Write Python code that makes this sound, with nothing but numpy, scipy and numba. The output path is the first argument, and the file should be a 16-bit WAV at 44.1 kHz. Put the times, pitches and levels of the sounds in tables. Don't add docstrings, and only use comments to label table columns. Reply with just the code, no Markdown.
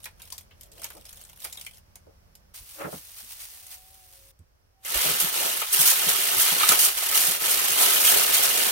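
import sys
import numpy as np
from scipy import signal
from scipy.fft import rfft, irfft
from scipy.io import wavfile
from scipy.ndimage import uniform_filter1d
from numba import njit

SR = 44100
rng = np.random.default_rng(int(sys.argv[2]) if len(sys.argv) > 2 else 0)


def put_to_file(sound):
    columns = np.atleast_2d(sound).T
    safe = np.clip(columns, -1, 1)
    whole_steps = np.round(safe * 32767)
    wavfile.write(sys.argv[1], SR, whole_steps.astype(np.int16))


N = 384111
TIME = np.arange(N) / SR

# frequency in Hz, level in dB.
ROOM_TONE = [(15, -37), (25, 0), (50, 5), (90, 2.5), (125, -8.5), (240, -18.5), (340, -18.5), (550, -15.5),
             (900, -20.5), (1600, -23.5), (3800, -31), (5500, -25.5), (7200, -34.5), (15800, -31)]
WOOD_TONE = [(70, -29), (140, -14), (310, -11), (430, -6), (580, -4.5), (760, -7), (1300, -9.5), (2600, -9),
             (5000, -15)]
FILM_TONE = [(300, -15.5), (700, -3), (1400, 0), (2200, 2.5), (7300, -5), (9000, -1), (15800, -2.5)]
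TWIST_TONE = [(250, -58), (500, -9), (1000, -5), (1400, -10), (2300, -5.5), (3200, -2.5), (7000, -4.5),
              (9200, 0), (15800, -4.5)]
SNAP_TONE = [(300, 0), (1200, -7.5), (3000, -3), (7000, -1.5), (9200, 0), (13000, -1), (16000, -5)]
SHEET_TONE = [(59, -36), (100, -25), (163, -16), (282, -10), (405, -2), (1030, -6.5), (1240, -7.5),
              (1500, -5), (3160, -3), (7520, -4.5), (12500, -0.5), (15800, -4)]
# frequency in Hz, width in Hz, boost (or cut) in dB.
WOOD_RESONANCES = [(242, 57, -13), (312, 25, 14), (575, 100, 6), (1290, 150, 7)]
SHEET_RESONANCES = [(389, 19, 6.5), (650, 23, 1.5), (1282, 88, 6), (3080, 97, 2.5), (6400, 890, 0.5),
                    (9060, 880, 3)]

# time in seconds, level in dB.
ROOM_LEVELS = [(0, -56), (2.5, -59), (2.7, -62), (4.2, -61.5), (4.5, -64), (8.7, -57.5)]
# pitch in Hz, level in dB relative to the drone's setting.
DRONE_NOTES = [(84, -1), (145, -4.5), (189, -4.5), (227, -9.5)]
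# time in seconds, base pitch in Hz.
HUM_PITCHES = [(3.55, 190.7), (3.75, 185), (3.95, 191.4), (4.13, 183), (4.31, 180), (4.7, 196), (4.9, 188)]
# start and hold in seconds, multiple of the base pitch, level in dB.
HUM_OVERTONES = [(3.55, .6, 4, -71), (3.74, .3, 4, -72), (3.9, .4, 2, -81.5), (3.597, 0.56, 3, -77.5),
                 (4.183, .12, 3, -69), (4.782, .08, 4, -70)]
# start in seconds, level in dB, pitch in Hz.
THUDS = [(0.973, -53.5, 184), (2.6, -44, 57.6), (2.841, -32, 169), (2.93, -35.5, 164), (3.223, -55, 167),
         (4.389, -45, 83), (4.947, -34, 50), (5.052, -34, 163), (5.096, -32, 153), (5.219, -34.5, 160),
         (5.784, -37, 143), (6.06, -35, 176), (6.362, -39, 110), (6.513, -34, 176), (6.69, -32.5, 184),
         (7.276, -36, 157.3), (7.702, -43, 158)]
# loudest moment in seconds, level in dB, rise and fall in seconds, treble limit in Hz.
BOARD_SCUFFS = [(.8, -47, .09, 0.073, 704), (0.96, -41.5, 0.0084, 0.03, 880),
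                (2.069, -44, 0.0032, 0.032, 666), (2.818, -29, 0.018, 0.016, 2080),
                (2.854, -26.5, 0.011, 0.011, 1680), (2.88, -30.5, 0.018, 0.019, 710),
                (2.929, -29, .002, 0.015, 1160), (5.06, -46, 0.054, 0.074, 700)]
# time in seconds, level in dB.
FILM_TENSION = [(2.54, -49), (3.0, -45.5), (3.56, -44), (3.8, -52), (4.315, -54)]
# start and hold in seconds, level in dB.
FILM_TURNS = [(2.548, 0.036, -41.5), (2.69, .13, -46), (2.92, 0.058, -42), (3.175, 0.039, -42),
              (3.31, 0.017, -39), (3.405, 0.038, -39), (3.71, 0.037, -40.5), (4.13, 0.033, -52)]
# start and hold in seconds, level in dB.
END_SQUEEZES = [(.01, 0.066, -52), (.22, 0.054, -49.5), (.335, 0.074, -52), (.615, 0.049, -58),
                (.78, 0.19, -53), (.835, 0.009, -40.5), (1.07, 0.16, -51), (1.41, 0.26, -48.5),
                (1.445, 0.009, -36.5), (1.75, 0.013, -59)]
# start in seconds, level in dB, pitch in Hz.
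PANEL_POPS = [(.059, -37.5, 2176), (.323, -44, 1004), (0.322, -39, 4720), (1.575, -36, 3720),
              (1.666, -35, 2280), (1.666, -38, 3030), (4.85, -39.5, 2080), (4.852, -46, 560),
              (4.95, -26.5, 624), (5.045, -27.5, 615), (5.616, -29, 1216), (6.608, -21, 1287),
              (6.633, -18.5, 1255), (6.714, -16, 1250), (7.968, -18, 2900), (8.078, -18, 3080)]
# start in seconds, level in dB, relative level of the lower ring in dB.
CREASE_SNAPS = [(.042, -24, -29), (0.056, -22, -1.5), (.199, -42, 5), (.219, -30, -33), (0.303, -30, -14),
                (.359, -48, -23), (0.324, -20.5, -21), (0.38, -23.5, -26), (0.509, -51.5, 12.5),
                (.61, -31.5, -28), (0.633, -34, -21), (0.717, -37, -28), (0.775, -43, 2),
                (0.818, -26.5, -4.5), (.843, -17, -6), (0.903, -27.5, -1.5), (1.053, -32, -10),
                (1.092, -32, -15), (1.128, -30, -12), (1.214, -32.5, -10), (1.25, -33, -9),
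                (1.297, -34, -10), (1.403, -30.5, -14), (1.448, -18.5, -3), (1.527, -23, -21),
                (1.573, -28, -7), (1.612, -23, -31), (1.664, -27, -15), (1.745, -39.5, -18),
                (1.956, -29.5, -11), (2.353, -35.5, -19), (3.666, -30, -24), (3.86, -49, -23),
                (3.943, -37, -19), (4.391, -51.5, -21), (4.849, -22, -13), (4.903, -14, -31),
                (5.201, -7.5, -22), (5.617, -13, 1), (5.728, -18, -13), (6.092, -7, -11), (6.148, -17, -8),
                (6.178, -13, -6), (6.236, -14, -22), (6.399, -20, -12), (6.608, -18, 7), (6.69, 3, -10),
                (6.717, -9, 4.5), (7.175, -5.5, -28), (7.504, -17, -23), (7.703, -8, -22),
                (8.056, -16, -18), (8.173, -7, -26), (8.596, -10.5, 0)]
# start in seconds, level in dB.
SHEET_FLAPS = [(5.061, -34), (5.44, -37.5), (6.08, -34.5), (6.32, -40.5), (6.54, -44), (6.71, -41),
               (7.425, -43), (7.795, -39), (7.99, -45), (8.134, -30.5)]
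# start and hold in seconds, crackle in dB, drumming in dB.
SHEET_PUSHES = [(4.911, 0.059, -34, -43), (5.017, 0.27, -27.5, -40.5), (5.344, 0.15, -26, -38.5),
                (5.518, 0.079, -29.5, -43), (5.741, 1.15, -24, -40), (6.974, 0.19, -26.5, -45.5),
                (7.134, 0.22, -25, -39), (7.422, 0.5, -23, -38), (7.785, 0.91, -22, -35.5)]
# start and hold in seconds, crackle in dB, wide panels in dB.
FOLD_SURGES = [(4.942, 0.17, -25.5, -30), (5.207, .018, -21.5, -35), (5.731, 0.019, -18, -38),
               (5.795, 0.035, -17, -31), (5.861, 0.046, -15.5, -27.5), (6.09, 0.0061, -21, -26),
               (6.466, 0.049, -25, -28.5), (6.388, 0.047, -18, -29.5), (6.607, 0.037, -26, -25.5),
               (6.686, 0.047, -18, -25.5), (6.794, 0.064, -16.5, -32), (7.149, 0.042, -20, -29.5),
               (7.208, 0.085, -22, -34.5), (7.926, 0.13, -23.5, -39), (7.505, .012, -19, -40),
               (7.816, 0.019, -18, -29), (8.053, 0.067, -16.5, -26.5), (8.146, 0.082, -22.5, -29),
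               (8.335, 0.033, -18.5, -27.5), (8.43, 0.028, -21, -29)]
# start and hold in seconds, level in dB.
SHEET_SETTLING = (4.86, 2.3, -32.5)

PUSH_RISE_S, PUSH_FALL_S = 0.022, 0.028


def undb(db):
    return 10 ** (np.asarray(db) / 20)


def unit(x):
    return x / np.sqrt(np.mean(x ** 2))


def smooth(x, first, second):
    return uniform_filter1d(uniform_filter1d(x, first), second)


def even(x):
    power = smooth(np.mean(x ** 2, axis=0), 1800, 900)
    return x / np.sqrt(np.maximum(power, 0) + 1e-4 * power.mean())


def curve(rows):
    return np.interp(TIME, *np.transpose(rows))


def during(start, end):
    return uniform_filter1d(1. * ((TIME >= start) & (TIME <= end)), size=400)


def swells(rows, rise_s, fall_s):
    t, power = TIME[::32], 0
    for start, hold, db in rows:
        slopes = np.minimum((t - start) / rise_s, (start + hold - t) / fall_s)
        power += (undb(db) * np.exp(np.minimum(slopes, 0))) ** 2
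    return np.interp(TIME, t, np.sqrt(power))


def waver(count):
    return unit(smooth(rng.standard_normal((count, N)), 5000, 5000))


def pan(db):
    return undb(np.array([[db], [-db]]) / 2)


def band(x, hz, kind, order=3):
    return signal.sosfilt(signal.butter(order, hz, kind, fs=SR, output="sos"), x)


def colour(x, tone, resonances=(), size=4096):
    hz = np.fft.rfftfreq(size, 1 / SR) + 1
    tone_hz, tone_db = np.transpose(tone)
    db = np.interp(np.log(hz), np.log(tone_hz), tone_db)
    db += sum(boost / (1 + (2 * (hz - centre) / width) ** 2) for centre, width, boost in resonances)
    cepstrum = irfft(np.log(undb(db)))
    cepstrum[1:size // 2] *= 2
    cepstrum[size // 2 + 1:] = 0
    response = irfft(np.exp(rfft(cepstrum)))
    return signal.oaconvolve(x, response[None], axes=1)[:, :x.shape[1]]


def room_noise():
    mid, side = rng.standard_normal((2, N))
    side = 0.34 * side + band(side, 280, "high", order=1)
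    noise = colour(np.array([mid + side, mid - side]), ROOM_TONE)
    return unit(noise) * undb(curve(ROOM_LEVELS)) * pan(-1.4)


def drone(level_db=-70, end_s=2.53, waver_rad=1.9):
    notes = sum(undb(db) * np.sin(2 * np.pi * hz * TIME + waver_rad * drift)
                for (hz, db), drift in zip(DRONE_NOTES, waver(len(DRONE_NOTES))))
    return np.sqrt(2) * notes * undb(level_db) * during(0, end_s)


def far_hum(waver_rad=0.55):
    phase = 2 * np.pi * np.cumsum(curve(HUM_PITCHES)) / SR
    hum = 0
    for (start, hold, multiple, db), drift in zip(HUM_OVERTONES, waver(len(HUM_OVERTONES))):
        level = swells([(start, hold, db)], rise_s=0.03, fall_s=0.023)
        hum += np.sin(multiple * phase + waver_rad * drift) * level
    return np.sqrt(2) * hum


def kitchen_echo(x, ring_s=0.12, echo_db=-8, patterns=8, size=16384):
    t, echo = np.arange(size) / SR, 0
    fade = np.exp(-np.log(1000) * t / ring_s) * (t > .003)
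    place = np.repeat(rng.integers(0, patterns, N // 512 + 1), 512)[:N]
    for k in range(patterns):
        tail = band(rng.standard_normal((2, size)), [300, 11000], "band", order=1) * fade
        share = uniform_filter1d(1. * (place == k), size=256)
        echo += signal.oaconvolve(x * share, unit(tail) / np.sqrt(size), axes=1)[:, :N]
    return x + undb(echo_db) * echo


def low_thuds(roughness=0.25, swell_s=0.0092, detune=0.15, size=8192):
    out, t = np.zeros((2, N + size)), np.arange(size) / SR
    swell = (t / swell_s / 2) ** 2 * np.exp(2 - t / swell_s)
    for start_s, db, hz in THUDS:
        pitches = hz * (1 + detune * rng.uniform(-0.83, 1, (4, 1)))
        ring = np.sin(2 * np.pi * pitches * t).mean(axis=0)
        noise = unit(band(rng.standard_normal(size), [hz / 2, 2 * hz], "band", order=2))
        thud = (ring + roughness * noise) / np.hypot(1, roughness)
        start = int(start_s * SR)
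        out[:, start:start + size] += undb(db) * swell * thud
    return out[:, :N] * pan(-3.1)


def board_scuffs():
    rub = unit(colour(rng.standard_normal((2, N)), WOOD_TONE, WOOD_RESONANCES))
    out = 0
    for peak_s, db, rise, fall, hz in BOARD_SCUFFS:
        slopes = np.minimum((TIME - peak_s) / rise, (peak_s - TIME) / fall)
        out += band(rub, hz, "low") * np.exp(np.maximum(slopes, -30)) * undb(db)
    return out


def facet_clicks(count, ring_s, uneven_db, alike, size=1024):
    t = np.arange(size) / SR
    noise = rng.standard_normal((count, 3, size))
    lengths = ring_s * np.exp(0.28 * rng.standard_normal((count, 1, 1)))
    fade = np.exp(-t / lengths) / np.sqrt(lengths)
    common, own = noise[:, :1] * fade, noise[:, 1:] * fade
    clicks = np.roll(np.sqrt(alike) * common + np.sqrt(1 - alike) * own, 96, axis=2)
    clicks[:, 0] = np.roll(clicks[:, 0], 15, axis=1)
    low_to_high = np.sqrt(np.linspace(0, 1, size // 2 + 1))
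    ripples = np.array([np.interp(low_to_high, np.linspace(0, 1, 40), row)
                        for row in rng.standard_normal((count, 40))])
    return irfft(rfft(clicks) * undb(uneven_db * ripples)[:, None])


@njit
def scatter(starts, gains, which, clicks):
    out = np.zeros((2, N + clicks.shape[2]))
    for k in range(len(starts)):
        for side in range(2):
            for i in range(clicks.shape[2]):
                out[side, starts[k] + i] += gains[k] * clicks[which[k], side, i]
    return out[:, :N]


def crinkle(per_s, spread_db, bunch_db, ring_s, uneven_db, alike):
    avalanche = unit(smooth(rng.standard_normal(N), 300, 150))
    starts = np.flatnonzero(rng.random(N) < per_s / SR)
    sizes = np.minimum(rng.exponential(size=N), 4)
    clicks = facet_clicks(300, ring_s, uneven_db, alike)
    which = rng.integers(0, len(clicks), N)
    gains = undb(spread_db * sizes[starts] + bunch_db * avalanche[starts])
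    return scatter(starts, gains, which[starts], clicks)


def cling_film(folds_db=-13):
    ticks = crinkle(per_s=3500, spread_db=-0.7, bunch_db=0.7, ring_s=0.0014, uneven_db=4.5, alike=0.18)
    ticks = colour(ticks, FILM_TONE)
    sizzle = even(band(ticks, 3700, "high"))
    folds = even(band(ticks, 4170, "low")) * undb(folds_db)
    effort = np.hypot(undb(curve(FILM_TENSION)), swells(FILM_TURNS, rise_s=0.016, fall_s=0.022))
    return (sizzle + folds) * effort * during(FILM_TENSION[0][0], FILM_TENSION[-1][0])


def twisted_ends(grip_db=-54.5):
    clicks = crinkle(per_s=860, spread_db=5, bunch_db=2, ring_s=0.0027, uneven_db=6.5, alike=0.44)
    squeeze = swells(END_SQUEEZES, rise_s=0.023, fall_s=0.018)
    grip = undb(grip_db) * during(0.72, 1.8)
    return even(colour(clicks, TWIST_TONE)) * np.hypot(squeeze, grip)


def panel_pops(rise_s=0.000057, ring_s=0.0071, detune=0.068, notes=6, size=4096):
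    out, t = np.zeros((2, N + size)), np.arange(size) / SR
    fade = np.exp(-t / ring_s) * (1 - np.exp(-t / rise_s))
    for start_s, db, hz in PANEL_POPS:
        pitches = hz * (1 + detune * rng.standard_normal((notes, 1)))
        cycles = pitches * t + rng.random((2, notes, 1))
        ring = unit(np.sin(2 * np.pi * cycles).sum(axis=1))
        start = int(start_s * SR)
        out[:, start:start + size] += undb(db) * ring * fade
    return out[:, :N]


def crease_snaps(tick_s=0.00038, build_s=0.0012, crack_s=0.003, ring_s=0.012, uneven_db=3, size=4096):
    out, t = np.zeros((2, N + size)), np.arange(size) / SR
    tone_hz = np.geomspace(800, 16000, 28)
    tick = undb(1) * np.exp(-t / tick_s)
    build = 1 - np.exp(-t / build_s)
    ring = np.exp(-t / ring_s)
    shimmer = undb(-14) * ring
    crack_shape = tick + build * (np.exp(-t / crack_s) + shimmer)
    for start_s, db, panel_db in CREASE_SNAPS:
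        noise = rng.standard_normal((3, size))
        noise = noise[1:] + .5 * noise[0]
        crack = undb(-4.5) * band(noise * crack_shape, 2200, "high", order=2)
        panel = undb(panel_db) * band(noise * build * ring, [650, 3400], "band", order=2)
        own_tone = np.c_[tone_hz, uneven_db * rng.standard_normal(len(tone_hz))]
        start = int(start_s * SR)
        out[:, start:start + size] += colour(crack + panel, own_tone) * undb(db)
    return colour(out[:, :N], SNAP_TONE)


def sheet_on_board(flap_hold_s=0.041, rumble_db=-16.5):
    taps = crinkle(per_s=250, spread_db=3.5, bunch_db=4, ring_s=0.013, uneven_db=5, alike=0.15)
    taps = colour(taps, SHEET_TONE, SHEET_RESONANCES)
    push = swells([(s, hold, db) for s, hold, _, db in SHEET_PUSHES], PUSH_RISE_S, PUSH_FALL_S)
    flap = swells([(s, flap_hold_s, db) for s, db in SHEET_FLAPS], rise_s=0.024, fall_s=0.01)
    drum = even(band(taps - 0.42 * taps[::-1], [230, 830], "band")) * pan(0.96)
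    rumble = even(band(taps + 0.54 * taps[::-1], [75, 250], "band")) * undb(rumble_db)
    return (drum + rumble) * np.hypot(push, flap)


def loose_sheet(panels_db=-6, rise_s=0.01, fall_s=0.024):
    small = crinkle(per_s=2000, spread_db=2.5, bunch_db=1, ring_s=0.0034, uneven_db=4, alike=0.19)
    small = colour(small, SHEET_TONE, SHEET_RESONANCES)
    wide = crinkle(per_s=1000, spread_db=0.5, bunch_db=1, ring_s=0.0039, uneven_db=7.5, alike=0.22)
    wide = colour(wide, SHEET_TONE, SHEET_RESONANCES)
    push = swells([(s, hold, db) for s, hold, db, _ in SHEET_PUSHES], PUSH_RISE_S, PUSH_FALL_S)
    motion = np.hypot(push, swells([SHEET_SETTLING], rise_s, fall_s))
    crush = swells([(s, hold, db) for s, hold, db, _ in FOLD_SURGES], rise_s, fall_s)
    flex = swells([(s, hold, db) for s, hold, _, db in FOLD_SURGES], rise_s, fall_s)
    crackle = even(band(small, 5340, "high")) * np.hypot(motion, crush)
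    panels = even(band(unit(wide) + 0.77 * unit(small), [850, 4400], "band"))
    panels *= np.hypot(undb(panels_db) * motion, flex)
    return crackle * pan(-1.4) + panels * pan(-0.64)


def scene():
    foil = twisted_ends() + loose_sheet() + sheet_on_board() + crease_snaps() + panel_pops()
    handling = foil + low_thuds() + board_scuffs()
    return kitchen_echo(handling) + cling_film() + room_noise() + far_hum() + drone()


def record(dry):
    return signal.sosfilt(signal.ellip(12, .1, 75, 15800, fs=SR, output="sos"), dry)


dry = scene()
out = record(dry)
put_to_file(out)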